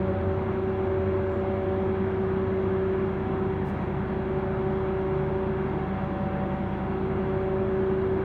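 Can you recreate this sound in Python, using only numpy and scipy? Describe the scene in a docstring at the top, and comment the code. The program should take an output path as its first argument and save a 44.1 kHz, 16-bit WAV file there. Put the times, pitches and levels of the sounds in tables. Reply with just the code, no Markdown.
"""A generator set turning about ten times a second hums in a bare, hard room of a power plant.
Sines at multiples of the shaft rate give its shaft orders, a 19-per-turn beat and the magnetic hum.
The hand-held microphone moves through the room's standing waves, so the tones swell and fade.
A wavering sine adds a low drone; a faint rubber squeak, noise scuffs and damped taps come from close by.
Behind them, coloured noise makes the room rumble, the rush of cooling air and a faint hiss."""
import sys
import numpy as np
from scipy import signal
from scipy.fft import rfft, irfft, next_fast_len
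from scipy.io import wavfile
from scipy.ndimage import uniform_filter1d, map_coordinates

SR = 44100
rng = np.random.default_rng(int(sys.argv[2]) if len(sys.argv) > 2 else 0)


def master(y):
    """Save y as 16-bit WAV."""
    cut = np.clip(np.atleast_2d(y).T, -1, 1)
    pcm = np.round(cut * 32767)  # scale
    wavfile.write(sys.argv[1], SR, pcm.astype(np.int16))


N = 363384

SHAFT_HZ = 10.008
BEAT_PER_TURN = 19
SCUFF_RISE_S = .015
FADE_S = .002
TOP_HZ = 15740

# Microphone height. Each row: time in seconds, height from 0 (held low) to 1 (held high).
LIFT = [(0, 0.017), (2, 0.017), (3, 0.52), (4, 0.93), (5, 0.88), (8.24, 0.75)]
# Steady shaft orders, as multiples of the shaft rate.
STEADY_ORDERS = [3, 4, 5, 6, 7, 8, 10, 12, 13, 15, 17, 21, 24, 30, 40, 50, 60, 70]
# Their levels before sway. Each row, one per order: dB rms held low, dB rms held high.
STEADY_LEVELS = [(-74.5, -80), (-49.5, -48), (-60, -53.5), (-68.5, -59), (-45, -39), (-42, -50),
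                 (-37.5, -46.5), (-64, -49.5), (-46.5, -55.5), (-54.5, -50.5), (-53.5, -51), (-44.5, -45),
                 (-55, -55), (-54, -53), (-58.5, -57), (-59, -61.5), (-61, -51.5), (-64.5, -65)]
# Swelling tones: the ninth order, the twentieth (the magnetic hum's octave), then the beat and its
# second, third and fourth harmonics. Each row: time in seconds, level in dB rms before sway.
NINTH = [(0, -37.5), (.3, -30.5), (.65, -52), (1, -32.5), (1.5, -40.5), (2.5, -40), (5, -46), (8.24, -48)]
HUM_OCTAVE = [(0, -44), (1.7, -37), (2.3, -44.5), (2.9, -55.5), (3.5, -40), (4.8, -38), (5.9, -44),
              (7.002, -37), (8.24, -37.5)]
BEAT_1ST = [(0, -32), (.5, -47), (1.4, -48.5), (2.3, -36.5), (3.4, -37.5), (4.5, -48.5), (5.1, -51),
            (5.8, -37), (6.5, -33.5), (7.1, -38.5), (7.55, -50), (7.85, -37.5), (8.24, -43)]
BEAT_2ND = [(0, -34), (.5, -31), (1, -28), (1.5, -31), (2.3, -29), (2.8, -26.5), (3.03, -28.5),
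            (3.24, -33.5), (3.5, -31.5), (3.78, -41), (4, -37), (4.24, -31), (5.1, -29.5), (5.55, -32),
            (5.85, -36.5), (6.1, -47.5), (6.76, -45), (6.93, -33), (7.8, -27), (8.24, -28)]
BEAT_3RD = [(0, -36), (.32, -36), (.5, -46.5), (.68, -42), (.92, -37), (1.72, -34.5), (1.95, -41.5),
            (2.2, -54), (2.42, -41.5), (2.7, -43.5), (3, -42), (3.45, -60.5), (3.75, -50.5), (3.98, -54),
            (4.33, -41), (5.4, -41), (5.75, -53.5), (6.12, -38.5), (6.55, -39), (6.97, -52.5), (7.3, -39.5),
            (7.58, -37.5), (8.24, -50.5)]
BEAT_4TH = [(0, -51), (.2, -43.5), (.5, -50), (.76, -43.5), (1.12, -62.5), (1.52, -43), (1.8, -44),
            (2.05, -47.5), (2.55, -53), (3.1, -52), (3.33, -42.5), (3.7, -48), (4.1, -52), (4.4, -45.5),
            (4.9, -45), (5.35, -47.5), (6.2, -40.5), (6.6, -41), (7.2, -48), (7.45, -43.5), (7.85, -53.5),
            (8.24, -46.5)]
# Faint overtones of the beat, as multiples of it, and their levels in dB rms before sway.
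BEAT_OVERTONES = [5, 6, 7, 8, 9, 10, 11, 17, 19]
BEAT_OVERTONE_LEVELS = [-55, -61, -70.5, -67, -67.5, -67, -72, -84.5, -91.5]
# Faint overtones of the magnetic hum, as multiples of the shaft rate, and levels in dB rms before sway.
HUM_OVERTONES = [80, 100, 130, 140]
HUM_OVERTONE_LEVELS = [-70.5, -67, -70.5, -66.5]
# Wavering low tone. Each row: time in seconds, level in dB rms before flutter.
DRONE = [(0, -54), (2.9, -52.5), (3.5, -37.5), (3.95, -38), (4.15, -46), (4.35, -34), (4.95, -42),
         (5.2, -32.5), (5.45, -42.5), (5.75, -34.5), (6.1, -47.5), (6.4, -37), (6.9, -46), (7.2, -37.5),
         (8.24, -47.5)]
# Rubber squeak. Each row: time in seconds, pitch in Hz, level in dB rms, both before roughness.
SQUEAK = [(1.29, 7300, -96), (1.303, 7350, -80), (1.345, 7380, -78), (1.37, 7270, -79), (1.41, 7220, -82),
          (1.425, 7200, -100)]
# Scuffs. Each row: start in seconds, hold in seconds (rise included), fade in seconds per 10 dB,
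# level in dB rms.
SCUFFS = [(3.644, .056, .022, -67.5), (3.725, .03, .04, -79), (3.8, .05, .12, -84), (7.2, .12, .05, -83),
          (7.7, .05, .05, -86)]
# Tone colour of the scuffs. Each row: frequency in Hz, relative level in dB.
SCUFF_COLOUR = [(2500, -12), (4000, 6), (5500, 1), (9000, -1), (10400, -8), (11500, -3), (16500, -6)]
# A dull knock and two tiny ticks. Each row: start in seconds, pitch in Hz, time to fall 60 dB in seconds,
# attack time constant in seconds, starting gain in dB before the attack softens it.
TAPS = [(.0758, 555, .35, .02, -26), (4.3975, 13000, .003, .0002, -56), (4.4065, 12600, .003, .0002, -65)]
# Noise spectra before air() trims them. Each row: frequency in Hz, density in dB per Hz.
# In turn: rumble held low, rumble held high, cooling air through the walls, top end and microphone noise.
RUMBLE_LOW = [(22, -95), (45, -77.5), (85, -64), (100, -57), (112, -60), (135, -60.5), (180, -57.5),
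              (215, -54.5), (230, -57.5), (270, -65), (330, -59.5), (355, -54.5), (420, -66), (500, -67)]
RUMBLE_HIGH = [(22, -94), (45, -77.5), (85, -71), (100, -52.5), (112, -57.5), (135, -58), (180, -58.5),
               (215, -58.5), (230, -60.5), (270, -62.5), (330, -60.5), (350, -55.5), (420, -65.5),
               (500, -69)]
RUSH = [(500, -68), (950, -68.5), (1250, -72.5), (1700, -75.5), (1850, -80.5), (2270, -81), (2500, -87.5),
        (2800, -86), (3000, -94), (3300, -89.5), (3420, -91), (3520, -97), (3980, -97), (4100, -103)]
HISS = [(4100, -103), (4300, -105.5), (4500, -104.5), (4850, -114), (5200, -112), (6200, -114.7),
        (7000, -117.7), (7600, -120.6), (8600, -118.4), (9800, -121.6), (10400, -126), (11000, -122.8),
        (13000, -123.5), (16500, -127)]


def amp(db):
    """Decibels to gain."""
    return 10 ** (np.asarray(db) / 20)


def unit(x):
    """Scale x to rms 1."""
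    return x / np.sqrt(np.mean(x ** 2) + 1e-20)


def curves(rows):
    """Draw straight lines through the rows: one curve for each column after the time."""
    times, *columns = np.transpose(rows)
    return [np.interp(np.arange(N) / SR, times, column) for column in columns]


def wobble(rate):
    """A random curve of straight lines between normal random knots, rate knots a second."""
    knots = rng.standard_normal(int(N * rate / SR) + 4)
    return map_coordinates(knots, [np.arange(N) * rate / SR], order=1)


def sine(turns, level_db):
    """A sine from its phase in turns, at a level in dB rms."""
    return np.sqrt(2) * amp(level_db) * np.sin(2 * np.pi * turns)


def filtered(x, response):
    """Multiply the spectrum of x by a response of frequency."""
    size = next_fast_len(N + 8192)
    spectrum = rfft(x, size) * response(np.fft.rfftfreq(size, 1 / SR))
    return irfft(spectrum, size)[..., :N]


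def coloured(x, spectrum):
    """Bring white noise x of rms 1 to a density in dB per Hz, silent outside the spectrum's range."""
    freqs, levels = np.transpose(spectrum)

    def gain(hz):
        return amp(np.interp(np.log(hz + 1), np.log(freqs + 1), levels, left=-300, right=-300))

    # White noise of rms 1 spreads its power over SR / 2 Hz.
    return np.sqrt(SR / 2) * filtered(x, gain)


def patchy(depth_db):
    """White noise whose loudness drifts in patches of time and pitch."""
    grid = signal.stft(rng.standard_normal(N), nperseg=1024)[2]
    field = rng.standard_normal(grid.shape)
    field = uniform_filter1d(field, size=8, axis=0)  # blur over pitch
    field = uniform_filter1d(field, size=10, axis=1)  # blur over time
    noise = signal.istft(grid * amp(depth_db * unit(field)), nperseg=1024)[1]
    return unit(noise[:N])


def tone(order, level_db, sway_db, sway_turns, start_turns):
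    """One shaft order; small moves in the standing waves sway its level and phase."""
    turns = order * SHAFT_HZ * np.arange(N) / SR + start_turns + sway_turns * wobble(2)
    return sine(turns, level_db + sway_db * wobble(2))


def spread(order):
    """Starting phase in turns: the orders arrive spread over the turn, so they hum rather than throb."""
    return .17 * order * order


def steady_orders(lift):
    """Shaft orders whose level follows microphone height; short waves sway more than long ones."""
    mix = np.zeros(N)
    for order, (low_db, high_db) in zip(STEADY_ORDERS, STEADY_LEVELS):
        level_db = low_db + (high_db - low_db) * lift
        mix += tone(order, level_db, sway_db=0.12 * order ** .8, sway_turns=.0015 * order,
                    start_turns=spread(order))
    return mix


def swelling_orders():
    """Ninth order, hum octave and beat harmonics, swelling and fading in the standing waves."""
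    orders = [9, 20] + [BEAT_PER_TURN * k for k in (1, 2, 3, 4)]
    levels = [NINTH, HUM_OCTAVE, BEAT_1ST, BEAT_2ND, BEAT_3RD, BEAT_4TH]
    mix = np.zeros(N)
    for order, rows in zip(orders, levels):
        mix += tone(order, curves(rows)[0], sway_db=0.2, sway_turns=.0015 * order,
                    start_turns=spread(order))
    return mix


def faint_overtones():
    """High overtones of the beat and the magnetic hum, swaying widely from random starting phases."""
    orders = [BEAT_PER_TURN * k for k in BEAT_OVERTONES] + HUM_OVERTONES
    levels = BEAT_OVERTONE_LEVELS + HUM_OVERTONE_LEVELS
    mix = np.zeros(N)
    for order, level_db in zip(orders, levels):
        mix += tone(order, level_db, sway_db=4.0, sway_turns=0.28, start_turns=rng.random())
    return mix


def machine(lift):
    """The generator set: every tone is tuned to a whole multiple of the shaft rate."""
    return steady_orders(lift) + swelling_orders() + faint_overtones()


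def drone(centre_hz=144.7, wander_hz=.8, flutter_db=1.5):
    """A low tone not locked to the shaft; it wanders a little in pitch and flutters in level."""
    turns = np.cumsum(centre_hz + wander_hz * wobble(3)) / SR
    return sine(turns, curves(DRONE)[0] + flutter_db * wobble(4.6))


def squeak():
    """A thin whistle of slipping rubber, roughened by fast random moves of pitch and level."""
    hz, level_db = curves(SQUEAK)
    turns = np.cumsum(hz + 110 * wobble(300)) / SR
    return sine(turns, level_db + 2.5 * wobble(160))


def scuffs():
    """Short bright noise brushes near the microphone: a soft rise, a grainy hold, then a fade."""
    t = np.arange(N) / SR
    shape = np.zeros(N)
    for start, hold, fade, level_db in SCUFFS:
        rise = np.clip((t - start) / SCUFF_RISE_S, 0, 1)
        drop_db = 10 * np.clip(t - start - hold, 0, None) / fade
        shape += amp(level_db - drop_db) * rise
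    grains = amp(1.6 * wobble(150)) * rng.standard_normal(N)
    return shape * unit(coloured(grains, SCUFF_COLOUR))


def taps():
    """Each tap rings one damped mode: a sine with a quick attack and an exponential decay."""
    mix = np.zeros(N)
    for start, hz, t60, attack, level_db in TAPS:
        t = np.clip(np.arange(N) / SR - start, 0, None)
        decay = amp(level_db - 60 * t / t60)
        mix += decay * (1 - np.exp(-t / attack)) * np.sin(2 * np.pi * hz * t)
    return mix


def air(lift):
    """Noise in the room's modes rumbles, changing with microphone height, under air rush and hiss."""
    push = patchy(depth_db=1.0)
    rumble = (1 - lift) * coloured(push, RUMBLE_LOW) + lift * coloured(push, RUMBLE_HIGH)
    rush = amp(0.09 * wobble(1.5)) * coloured(patchy(depth_db=1.0), RUSH)
    hiss = coloured(patchy(depth_db=1.8), HISS)
    return amp(0.5) * (rumble + rush + hiss)  # trim all three up by 0.5 dB


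def scene():
    """Mix machine, drone, small near sounds and air into one channel."""
    lift = np.clip(curves(LIFT)[0], 0, 1)
    near = squeak() + scuffs() + taps()
    return (machine(lift) + drone() + near + air(lift))[None]


def record(dry):
    """Short fades at both ends avoid clicks; a steep filter removes everything above TOP_HZ."""
    t = np.arange(N) / SR
    edges = np.clip(np.minimum(t, t[::-1]) / FADE_S, 0, 1)
    steep = signal.ellip(12, .05, 60, TOP_HZ, fs=SR, output="sos")
    return signal.sosfiltfilt(steep, dry * edges)


dry = scene()
out = record(dry)
master(out)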